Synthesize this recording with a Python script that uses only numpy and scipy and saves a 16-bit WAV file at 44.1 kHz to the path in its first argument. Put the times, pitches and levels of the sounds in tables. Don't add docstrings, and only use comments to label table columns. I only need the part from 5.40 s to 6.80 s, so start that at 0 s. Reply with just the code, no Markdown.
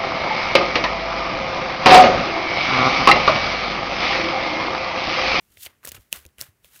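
import sys
import numpy as np
from scipy import signal
from scipy.fft import rfft, irfft
from scipy.io import wavfile

SR = 44100
rng = np.random.default_rng(int(sys.argv[2]) if len(sys.argv) > 2 else 0)


def materialize(psi):
    bounded = np.clip(np.atleast_2d(psi).T, -1, 1)
    quanta = np.round(bounded * 32767).astype(np.int16)
    wavfile.write(sys.argv[1], SR, quanta)


def ratio(d):
    e = np.asarray(d, float) / 20
    return 10 ** e


N = 61739


def rms_one(x):
    return x / np.sqrt(np.mean(x ** 2) + 1e-20)


def colour(x, points):
    hz, db = np.transpose(points)
    f = np.maximum(np.arange(len(x) // 2 + 1) * SR / len(x), 1)
    gain_db = np.interp(np.log(f), np.log(hz), db, left=-60)
    return irfft(rfft(x) * ratio(gain_db), len(x))


def drift(rate_hz):
    r = np.exp(-2 * np.pi * rate_hz / SR)
    wander = signal.lfilter([1], [1, -2 * r, r * r], rng.standard_normal(2 * N))
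    return rms_one(wander[N:])


def ring(x, hz, t60):
    r = ratio(-60 / (t60 * SR))
    w = 2 * np.pi * hz / SR
    return signal.lfilter([0, np.sin(w)], [1, -2 * r * np.cos(w), r * r], x + 1e-18)


def grains(size, per_s, spread_db):
    when, how, sign = rng.random((3, size))
    height = ratio(spread_db * np.minimum(-np.log(how + 1e-9), 4))
    return (when < per_s / SR) * height * np.sign(sign - .5)


def top_cut(x):
    return signal.sosfilt(signal.cheby2(16, 60, 16250, fs=SR, output="sos"), x)


# frequency in Hz, level in dB per Hz.
ROOM_TONE_SPECTRUM = [(18, -35), (45, -2), (110, 0), (250, -6), (800, -16), (2300, -16), (3600, -24),
                      (16000, -22)]
ROOM_TONE_DB = -67.5


def room_tone():
    return ratio(ROOM_TONE_DB) * rms_one(colour(rng.standard_normal(N), ROOM_TONE_SPECTRUM))


# moment of most pressure in seconds, rms level in dB,
# rise in seconds per 20 dB, fall in seconds per 20 dB, brightness in dB.
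SLIDES = [(.03, -69, .3, .3, 6), (.13, -62, .06, .1, 6), (.185, -59, .05, .08, 9),
          (.232, -47, .045, .03, 22), (.252, -39, .02, .025, 8), (.275, -54, .01, .1, -11),
          (.44, -53, .01, .03, 0), (.465, -43, .03, .03, 0), (.483, -41, .01, .022, 3),
          (.525, -48, .01, .05, -2), (.55, -40, .008, .025, -1), (.568, -47, .015, .025, -9),
          (.61, -61, .05, .12, 3), (.722, -49, .01, .02, 8), (.734, -36, .005, .05, -3),
          (.76, -39, .02, .05, -1), (.81, -55, .05, .1, -6), (.994, -42, .012, .03, -3),
          (1.007, -40, .015, .03, 3), (1.026, -43, .01, .05, 0), (1.065, -51, .03, .045, -6),
          (1.25, -57, .025, .15, 4), (1.36, -50, .065, .06, 3), (1.395, -54, .03, .05, 6)]
# frequency in Hz, level in dB per Hz.
SLIDE_SPECTRUM = [(150, -39), (250, -9), (816, -7), (1730, -1), (2570, -4), (2810, -2), (5070, -8),
                  (14700, -4), (16000, -8)]
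GRIT_PER_S, GRIT_SPREAD_DB = 16000, 2.6
GRIT_PATCH_DB, GRIT_PATCH_HZ = 2.0, 120
BRIGHT_HZ = 2600


def slides():
    t = np.arange(N) / SR
    grit = rms_one(colour(grains(N, GRIT_PER_S, GRIT_SPREAD_DB), SLIDE_SPECTRUM))
    dull_grit = signal.sosfiltfilt(signal.butter(2, BRIGHT_HZ, fs=SR, output="sos"), grit)
    bright_grit = grit - dull_grit
    low_power, high_power = np.zeros(N), np.zeros(N)
    for s, level_db, rise_s, fall_s, bright_db in SLIDES:
        steps_down = np.where(t < s, (s - t) / rise_s, (t - s) / fall_s)
        stroke = ratio(level_db - 20 * steps_down)
        low_power += (stroke * ratio(-bright_db / 2)) ** 2
        high_power += (stroke * ratio(bright_db / 2)) ** 2
    low_patch, high_patch = [ratio(GRIT_PATCH_DB * drift(GRIT_PATCH_HZ)) for _ in range(2)]
    return np.sqrt(low_power) * low_patch * dull_grit + np.sqrt(high_power) * high_patch * bright_grit


# start in seconds, peak in dB, pitch in Hz, t60 in seconds.
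PUFFS = [(.1, -62, 60, .15), (.17, -58, 85, .2), (.262, -54, 80, .12), (.45, -52, 130, .1),
         (.484, -47, 72, .1), (.518, -49, 85, .1), (.545, -47, 110, .1), (.575, -46, 100, .1),
         (.59, -50, 60, .1), (.724, -46, 180, .07), (.73, -57, 55, .15), (.77, -53, 70, .25),
         (.856, -45, 75, .11), (.985, -50, 70, .12), (1.01, -49, 130, .12), (1.085, -52, 95, .1),
         (1.24, -60, 60, .12)]
PUFF_SOFT_S = .004
FLUTTER_DB, FLUTTER_BAND_HZ = -9, [130, 500]


def puffs():
    out, t = np.zeros(N + SR), np.arange(SR // 2) / SR
    band = signal.butter(2, FLUTTER_BAND_HZ, "band", fs=SR, output="sos")
    flutter = ratio(FLUTTER_DB) * rms_one(signal.sosfilt(band, rng.standard_normal(N + SR)))
    for s, peak_db, hz, t60 in PUFFS:
        i = int(s * SR)
        push = 2 * ratio(peak_db - 60 * t / t60) * (1 - np.exp(-t / PUFF_SOFT_S))
        loose_cards = flutter[i:i + len(t)] * ratio(-60 * t / t60)
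        out[i:i + len(t)] += push * (np.sin(2 * np.pi * hz * t) + loose_cards)
    return out[:N]


# start in seconds, peak in dB, card pitch in Hz,
# crackle length in ms per 20 dB, brightness in dB.
SNAPS = [(.172, -35, 2600, 4, -10), (.2625, -22, 2940, 7, -8), (.2685, -30, 2090, 3, -3),
         (.431, -42, 900, 3, -18), (.438, -43, 1170, 5, -8), (.4488, -22, 1700, 4, 6),
         (.4525, -18, 11500, 3.5, -2), (.463, -34, 1500, 8, 3), (.4737, -17, 2900, 3, 8),
         (.478, -25, 1100, 7, 10), (.4892, -25, 6000, 10, 6), (.511, -40, 2890, 4, -6),
         (.5185, -20, 3700, 5, 4), (.546, -32, 2700, 10, 0), (.565, -37, 2600, 10, -5),
         (.7277, -3, 2790, 1.6, 6), (.8522, -33, 2300, 3, 3), (.8638, -32, 6500, 2.5, 8),
         (.8895, -50, 3230, 2, -3), (.9838, -33, 2610, 2.5, 2), (1.0126, -12, 5520, 2.5, 0),
         (1.0205, -26, 1500, 8, 12), (1.2455, -35, 3000, 4, 2), (1.36, -42, 2790, 6, 6)]
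# frequency in Hz, level in dB.
EDGE_SPECTRUM = [(1000, -17), (3000, -6), (6000, -2), (10000, 0), (15000, -2)]
EDGE_DB = 7
FIRST_CRACK = 2.5
CRACKS_PER_S, CRACK_SPREAD_DB = 12000, 3.0
CARD_RING_CYCLES = 6.0
BODY_DB, BODY_MODES_HZ, BODY_CYCLES = -14, (640, 1120), 6.0
BODY_FULL_DB, BODY_LIMIT = -21, .6
BODY_PITCH_HZ, BODY_LOSS_DB_PER_OCT = 3300, 9
LOUD_DB = -24


def snaps():
    out, size = np.zeros(N + SR), 1500
    t = np.arange(size) / SR
    hz, db = np.transpose(EDGE_SPECTRUM)
    edge_fir = signal.firwin2(129, np.r_[0, hz, SR / 2], np.r_[0, ratio(2 * db), 0], fs=SR)
    edge_fir = signal.minimum_phase(edge_fir)
    for s, peak_db, card_hz, ms, bright_db in SNAPS:
        crackle_s = max(ms, .2) * 1e-3
        cracks = grains(size, CRACKS_PER_S, CRACK_SPREAD_DB) * ratio(-20 * t / crackle_s)
        cracks[0] = FIRST_CRACK
        bend = ring(cracks, card_hz, CARD_RING_CYCLES / card_hz)
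        card = np.diff(bend, prepend=0) * SR / (2 * np.pi * card_hz)
        edge = ratio(bright_db + EDGE_DB) * signal.lfilter(edge_fir, 1, cracks)
        snap = card + edge
        if peak_db <= LOUD_DB:
            snap = top_cut(snap)
        body = sum(ring(cracks, mode_hz, BODY_CYCLES / mode_hz) for mode_hz in BODY_MODES_HZ)
        body_db = BODY_DB - BODY_LIMIT * max(peak_db - BODY_FULL_DB, 0)
        body_db -= BODY_LOSS_DB_PER_OCT * np.log2(max(card_hz / BODY_PITCH_HZ, 1))
        i = int(s * SR)
        sound = snap / np.abs(snap).max() + ratio(body_db) * body / np.abs(body).max()
        out[i:i + size] += ratio(peak_db) * sound
    return out[:N]


ROOM_T60_S, ROOM_DB, WALL_CUT_HZ = .25, -30, 3500


def room(x):
    t = np.arange(SR // 2) / SR
    tail = rng.standard_normal(len(t)) * ratio(-60 * t / ROOM_T60_S) * (t > .004)
    tail = signal.sosfilt(signal.butter(1, WALL_CUT_HZ, fs=SR, output="sos"), tail)
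    tail /= np.sqrt(np.sum(tail ** 2))
    return ratio(ROOM_DB) * signal.fftconvolve(x, tail)[:N]


def scene():
    tone = room_tone()
    hiss = slides()
    air = puffs()
    thin = signal.butter(2, 170, "high", fs=SR, output="sos")
    cracks = signal.sosfilt(thin, snaps())
    mix = cracks + top_cut(hiss + room(cracks + hiss) + air + tone)
    return mix[None]


def low_pass(x):
    return signal.sosfilt(signal.butter(12, 17000, fs=SR, output="sos"), x)


def record(dry):
    return low_pass(dry)


dry = scene()
out = record(dry)
materialize(out)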